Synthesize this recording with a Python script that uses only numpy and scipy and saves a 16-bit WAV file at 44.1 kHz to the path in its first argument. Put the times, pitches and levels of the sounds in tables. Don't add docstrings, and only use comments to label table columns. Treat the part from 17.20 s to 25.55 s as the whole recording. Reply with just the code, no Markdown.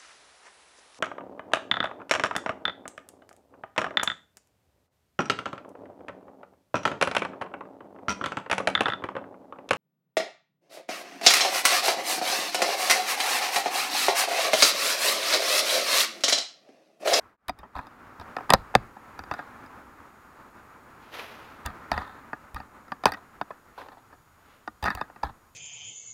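import sys
import numpy as np
from scipy import signal
from scipy.fft import rfft, irfft
from scipy.io import wavfile

SR = 44100
rng = np.random.default_rng(int(sys.argv[2]) if len(sys.argv) > 2 else 0)


def pcm_store(signal):
    levels = np.round(np.clip(np.atleast_2d(signal), -1, 1) * 32767)
    wavfile.write(sys.argv[1], SR, levels.astype(np.int16).T)


N = 368235

# time_s, level_db
AIR_LEVEL = [(1.0, -47), (1.18, -47.5), (1.65, -50.5), (2.41, -48), (2.78, -52.5), (3.95, -53), (4.11, -51),
             (4.79, -46), (5.09, -53), (6.67, -58), (7.06, -62), (7.61, -61.5), (7.84, -56.5),
             (7.94, -57.5), (8.19, -61), (8.35, -67.5)]
# (per Hz, relative)
AIR_SPECTRUM = [(20, -18), (60, -0.5), (100, -0.5), (160, -6), (230, 2), (380, -3.5), (650, -5),
                (920, -0.5), (1290, 1.5), (1650, -5), (2300, -13), (3200, -24), (5000, -29.5), (9000, -38)]
# (per Hz, relative)
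RUMBLE_SPECTRUM = [(20, -8.5), (60, -1.5), (100, -1.5), (180, -10.5), (500, -33), (2000, -70)]
# (per Hz, relative)
HISS_SPECTRUM = [(100, 13), (3000, 2.5), (6000, 0.5), (9000, 0), (13000, 1), (15600, -2), (16100, -24.5)]
# (per Hz, relative)
SCUFF_SPECTRUM = [(150, -20), (280, -4), (460, 3.5), (800, 3), (1400, 2), (2000, 1), (2600, 0),
                  (4000, -7.5), (6000, -15), (8000, -26), (12500, -16.5), (16000, -30.5)]
# peak_s, level_db, rise_s, fall_s
SCUFF_EVENTS = [(3.83, -61, .02, 0.13), (3.942, -46, 0.017, 0.2), (3.994, -43.5, 0.012, 0.026),
                (6.595, -55, 0.02, 0.04), (7.33, -65.5, 0.1, 0.081)]
# start_s, level_db, sway_hz
BUMP_EVENTS = [(0.283, -35.5, 57), (0.392, -39.5, 60), (0.556, -29.5, 60), (.995, -36.5, 85),
               (1.298, -34.5, 127), (1.334, -19, 45.4), (1.551, -18.5, 116.5), (1.56, -30, 47.7),
               (2.001, -39, 69.4), (2.112, -38, 75), (4.455, -26, 66), (4.718, -24, 61), (4.761, -26.5, 72),
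               (5.342, -28.5, 64), (5.856, -24.5, 118), (7.63, -24.5, 70), (7.747, -29, 68.4),
               (8.039, -24, 62)]
# freq_hz, level_db, t60_s
HOUSING_MODES = [(143, -12, 0.046), (211, -6.5, 0.066), (289.6, -5.5, 0.069), (401.5, -6, 0.026),
                 (493, -9, 0.021), (605.5, -8, 0.02), (739, -7.5, 0.04), (852.6, 3.5, 0.014),
                 (983, -0.5, 0.017), (1245, -7.5, 0.041), (1447, -9.5, 0.03), (1662, -13, 0.049),
                 (1791, -5.5, 0.031), (2560, -8.5, 0.023), (3130, -16.5, 0.0027), (3683, -9, 0.033),
                 (4770, -4.5, 0.027), (4540, -24, 0.01), (5460, -27.5, 0.012)]
# start_s, length_s, level_db, pitch_hz (favoured by the spot)
RUB_EVENTS = [(0.55, .12, -35.5, 1010), (1.15, .11, -55, 900), (2.118, 0.21, -40.5, 1400),
              (4.45, 0.069, -30, 1200), (4.736, 0.27, -35, 1290), (5.357, .11, -42, 1380),
              (5.86, 0.04, -19.5, 1290), (5.881, 0.16, -38, 1210), (6.576, .15, -39, 614),
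              (6.717, 0.054, -45.5, 950), (6.77, .06, -49.5, 870), (7.648, .12, -27, 1570),
              (7.771, 0.087, -35.5, 1490), (8.03, .085, -31, 1090)]
# level_db, hardness (0-1)
TAP_HARDNESS = [(-48.5, .25), (-26.5, .65)]
# start_s, level_db, pitch_hz (favoured by the spot),
# hardness (0 flesh - 1 sharp edge), chatter_s (decay)
KNOCK_EVENTS = [(.282, -33.5, 1070, 0.87, 0.0056), (.294, -27.5, 710, .75, 0.0016),
                (0.388, -50.5, 950, 0.89, 0.0059), (0.429, -41.5, 870, .05, 0.012),
                (.564, -35.5, 945, 0.36, 0.00078), (.59, -33, 1410, 0.16, 0.0018),
                (.668, -48.5, 1360, 0.76, .006), (.998, -43.5, 1080, 0.75, .0006),
                (1.011, -41.5, 940, 0.62, 0.0064), (1.166, -28, 1030, 0.52, 0.00045),
                (1.185, -33, 850, .05, 0.00039), (1.207, -38, 717, .06, .0005),
                (1.294, -27.5, 1070, .33, .0006), (1.3035, -13.5, 1060, 0.87, 0.0011),
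                (1.323, -19.5, 895, 0.41, .0006), (1.336, -7.5, 1023, 0.83, 0.00086),
                (1.345, -20, 800, 0.3, .0004), (1.541, -34, 870, .05, .0013),
                (1.5513, -9, 650, 0.65, 0.00089), (1.765, -42.5, 800, .1, 0.0048),
                (1.991, -36, 1160, 0.72, 0.0014), (2.037, -42, 960, 0.61, .0006),
                (2.1126, -26, 1030, 0.46, .0005), (2.138, -35, 1140, 0.67, 0.00077),
                (2.19, -33, 1280, 0.31, 0.0038), (2.462, -54, 1800, 0.83, 0.0012),
                (4.461, -35.5, 1080, 0.99, 0.0011), (4.716, -21, 1070, 0.65, 0.00055),
                (4.729, -34, 1220, .62, .0006), (4.777, -26.5, 1280, 0.51, 0.00041),
                (4.816, -34.5, 1090, .25, 0.0033), (5.131, -29, 1200, 0.019, 0.00031),
                (5.345, -45.5, 910, 0.96, 0.0014), (5.361, -37, 1370, 0.52, .0047),
                (5.401, -38.5, 1010, 0.43, .002), (5.681, -49, 950, .45, .0006),
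                (5.719, -28, 993, 0.43, 0.0011), (5.837, -30.5, 1000, 0.59, .002),
                (5.856, -11.5, 643, 0.73, 0.00062), (5.92, -32.5, 1560, 0.83, .0006),
                (5.936, -35.5, 1570, 0.72, 0.0044), (6.213, -26, 1170, 0.42, .0004),
                (6.305, -35, 980, .15, 0.0052), (6.685, -45, 1160, 0.6, .0012),
                (6.925, -49, 1100, 0.32, 0.016), (7.476, -30.5, 1222, 0.38, 0.0017),
                (7.626, -32, 836, .75, 0.0042), (7.64, -29.5, 1400, 0.82, .0006),
                (7.652, -31, 1004, 0.58, 0.00066), (7.658, -25, 1350, 0.62, 0.0036),
                (7.674, -28, 1440, .25, .0006), (7.681, -23, 1800, .35, 0.00034),
                (7.703, -27, 1800, .6, 0.00062), (7.75, -40, 790, .97, 0.0016),
                (7.812, -26, 1150, 0.48, 0.00091), (7.899, -47, 1100, .15, .0006),
                (7.96, -46.5, 1400, 0.37, .004), (8.034, -26.5, 790, 0.41, .0006)]

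RUMBLE_DB, HISS_DB = -67.5, -73.5
WHINE_HZ, WHINE_DB, WHINE_FADE_S = 6795, -80, 0.46
OPENING_GAIN, SINK_S, FADE_IN_S = 0.54, .17, 1
SWAY_DECAY_S = 0.018
RUB_RISE_S, RUB_FADE_DB = 0.0052, -23.5
RATTLE_DB, RATTLE_SPREAD_DB, RATTLE_CHATTER_S = -2.5, 2.5, .001
CLACK_SOFT_DB, CLACK_HARD_DB = -28.5, -3.5
TICK_SOFT_DB, TICK_HARD_DB = -46, -3.5
THUD_DB, THUD_DB_PER_DB = -10.5, -0.18
HEAVY_THUD_DB, FLEX_DB = 4, -5
CEILING, EDGE_HZ = .7, 16500


def amp(db):
    return 10 ** (np.asarray(db) / 20)


def add(mix, start_s, sound):
    part = mix[max(round(start_s * SR), 0):][:len(sound)]
    part += sound[:len(part)]


def band(x, lo_hz, hi_hz, order=3):
    sos = signal.butter(order, [lo_hz, min(hi_hz, .48 * SR)], "band", fs=SR, output="sos")
    return signal.sosfilt(sos, x)


def noise(spectrum, lo_hz, hi_hz):
    hz = np.fft.rfftfreq(N, 1 / SR)
    points_hz, density_db = np.transpose(spectrum)
    shape = amp(np.interp(np.log(hz + 1), np.log(points_hz), density_db))
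    bins = rfft(rng.standard_normal(N)) * shape
    in_band = irfft(bins * (hz > lo_hz) * (hz < hi_hz), N)
    return irfft(bins, N) / np.std(in_band)


def wander(rate_hz):
    steps = rng.standard_normal(4096)
    return np.interp(np.arange(N) / SR * rate_hz, np.arange(len(steps)), steps)


def curve(time_s, level_db):
    return amp(np.interp(np.arange(N) / SR, time_s, level_db))


def slips(count, slips_per_s=2200):
    caught = rng.random(count) < slips_per_s / SR
    return rng.standard_normal(count) * caught


def background(waver_db=1.8):
    t = np.arange(N) / SR
    air = noise(AIR_SPECTRUM, 300, 2200)
    air *= curve(*np.transpose(AIR_LEVEL)) * amp(waver_db * wander(25))
    rumble = amp(RUMBLE_DB) * noise(RUMBLE_SPECTRUM, 20, 200)
    hiss = amp(HISS_DB) * noise(HISS_SPECTRUM, 7500, 15500)
    whine = amp(WHINE_DB) * np.sqrt(2) * np.sin(2 * np.pi * WHINE_HZ * t)
    whine *= np.minimum(t / WHINE_FADE_S, 1)
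    opening = np.interp(t, [0, SINK_S, SINK_S + FADE_IN_S], [OPENING_GAIN, 0, 1])
    return opening * (air + rumble + hiss + whine)


def scuffs(grain_db=1.4, bite_db=3, bite_lo_hz=2100, bite_hi_hz=3700):
    t = np.arange(N) / SR
    friction = noise(SCUFF_SPECTRUM, 2200, 7000)
    swells = []
    for peak_s, level_db, rise_s, fall_s in SCUFF_EVENTS:
        decay = np.maximum((peak_s - t) / rise_s, (t - peak_s) / fall_s)
        swells.append(amp(level_db) * np.exp(-decay))
    pressure = np.linalg.norm(swells, axis=0)
    rasp = band(slips(N), bite_lo_hz, bite_hi_hz, order=2)
    bite = amp(bite_db) * (pressure / pressure.max()) ** 2 * rasp / np.std(rasp)
    return pressure * amp(grain_db * wander(220)) * (friction + bite)


def bumps(shudder_rms=0.23, shudder_decay_s=0.04):
    out, t = np.zeros(N), np.arange(SR // 3) / SR
    for start_s, level_db, sway_hz in BUMP_EVENTS:
        swing = np.sin(2 * np.pi * sway_hz * t) * np.exp(-t / SWAY_DECAY_S)
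        shudder = band(rng.standard_normal(len(t)), 8, 120, order=2)
        shudder *= shudder_rms / np.std(shudder) * np.exp(-t / shudder_decay_s)
        onset = 1 - np.exp(-t / 0.0048)
        add(out, start_s, amp(level_db) * (swing + shudder) * onset)
    return out


def housing(t, pitch_hz, heavy=0, spot_db=2.5, favour_db=7.5, crack_db=-1, crack_s=0.00066):
    hz, level_db, t60_s = np.transpose(HOUSING_MODES)
    spread, detune, phase = rng.standard_normal((3, len(hz)))
    off_spot = np.tanh(0.74 * abs(np.log2(hz / pitch_hz)))
    gain = amp(level_db + spot_db * spread - favour_db * off_spot * (2 - 0.19 * heavy))
    damping = 1 + 0.48 * heavy
    mode_hz = hz * (1 + 0.028 * detune)
    swing = np.sin(2 * np.pi * mode_hz[:, None] * t + 1.03 * phase[:, None])
    ring = gain @ (swing * amp(-60 * damping * t / t60_s[:, None]))
    crack = amp(crack_db + 5 * heavy) * t / crack_s * np.exp(-t / crack_s)
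    crack *= rng.standard_normal(len(t))
    onset = 1 - np.exp(-t / 0.00081)
    return ring * onset + crack


def rubs(grain_db=3, grit_db=-19, fizz_db=-27):
    out = np.zeros(N)
    clumps = slips(N) * amp(grain_db * wander(260))
    for start_s, length_s, level_db, pitch_hz in RUB_EVENTS:
        t = np.arange(0, length_s, 1 / SR)
        force = clumps[round(start_s * SR):][:len(t)]
        ring = band(housing(np.arange(SR // 8) / SR, pitch_hz), 420, 2400, order=3)
        rasp = signal.fftconvolve(force, ring)[:len(t)]
        grit = band(force, 3300, 4400, order=3)
        fizz = band(force, 5000, 15000, order=2)
        sound = rasp / np.std(rasp)
        sound += amp(grit_db) * grit / np.std(grit)
        sound += amp(fizz_db) * fizz / np.std(fizz)
        envelope = np.minimum(t / RUB_RISE_S, 1) * amp(level_db + RUB_FADE_DB * t / length_s)
        add(out, start_s, envelope * sound)
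    return out


def contact(t, chatter_s, slip_size=0.34):
    force = slip_size * slips(len(t)) * np.exp(-t / max(chatter_s, 1e-4))
    force[0] += np.exp(-chatter_s / 0.0037)
    return force


def edge_tick(t, chatter_s, level_db, tick_s=0.00025, fizz_db=-29, fizz_s=0.0059):
    length_s = tick_s + 0.15 * max(chatter_s, 0)
    shape = t / length_s * np.exp(-t / length_s) + amp(fizz_db) * np.exp(-t / fizz_s)
    top_hz = np.interp(level_db, [-32, -20], [16000, 13000])
    return band(shape * rng.standard_normal(len(t)), 6500, top_hz, order=3)


def unit_blow(x):
    return x / np.sqrt(np.sum(x ** 2) / (SR / 100) + 1e-20)


def knock(level_db, pitch_hz, hardness, chatter_s, body_db=-0.5, buzz=0.021, buzz_s=0.0047):
    t = np.arange(SR // 8) / SR
    hardness = np.clip(hardness, 0, 1)
    heavy = np.interp(level_db, [-24, -10], [0, 1])
    thud_db = THUD_DB + THUD_DB_PER_DB * (level_db + 30) + HEAVY_THUD_DB * heavy
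    clack_db = CLACK_SOFT_DB + (CLACK_HARD_DB - CLACK_SOFT_DB) * hardness
    tick_db = TICK_SOFT_DB + (TICK_HARD_DB - TICK_SOFT_DB) * hardness ** 2
    ring = signal.fftconvolve(contact(t, chatter_s), housing(t, pitch_hz, heavy))[:len(t)]
    loose = buzz * rng.standard_normal(len(t)) * np.exp(-t / buzz_s)
    buzzing = ring + signal.fftconvolve(loose, ring)[:len(t)]
    sound = amp(body_db) * unit_blow(band(ring, 590, 2250, order=3))
    sound += amp(thud_db) * unit_blow(band(ring, 110, 520, order=4))
    sound += heavy * amp(FLEX_DB) * unit_blow(band(ring, 390, 560, order=2))
    sound += amp(clack_db) * unit_blow(band(buzzing, 2350, 5450, order=4))
    sound += amp(tick_db) * unit_blow(edge_tick(t, chatter_s, level_db))
    return amp(level_db) * sound


def rattles(count=3):
    out = np.zeros(N)
    for start_s, length_s, level_db, pitch_hz in RUB_EVENTS:
        positions = (np.arange(count) + rng.random(count)) / count
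        for along, chance in zip(positions, rng.standard_normal(count)):
            tap_db = level_db + RUB_FADE_DB * along + RATTLE_DB + RATTLE_SPREAD_DB * chance
            hardness = np.interp(tap_db, *np.transpose(TAP_HARDNESS))
            tap = knock(tap_db, pitch_hz, hardness, RATTLE_CHATTER_S)
            add(out, start_s + along * length_s, tap)
    return out


def knocks():
    out = np.zeros(N)
    for start_s, level_db, pitch_hz, hardness, chatter_s in KNOCK_EVENTS:
        add(out, start_s, knock(level_db, pitch_hz, hardness, chatter_s))
    return out


def garage(x, t60_s=0.23, wet_db=-37):
    t = np.arange(SR // 2) / SR
    tail = band(rng.standard_normal(len(t)), 100, 3500, order=1)
    tail *= amp(-60 * t / t60_s) * (1 - np.exp(-t / .008))
    return amp(wet_db) * signal.fftconvolve(x, tail / np.linalg.norm(tail))[:N]


def scene():
    handling = knocks() + rubs() + rattles()
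    mix = handling + garage(handling) + bumps() + scuffs() + background()
    return mix[None]


def record(dry):
    clipped = np.clip(dry, -CEILING, CEILING)
    lowpass = signal.firwin(401, EDGE_HZ, window=("kaiser", 9), fs=SR)
    return signal.oaconvolve(clipped, lowpass[None], "same")


dry = scene()
out = record(dry)
pcm_store(out)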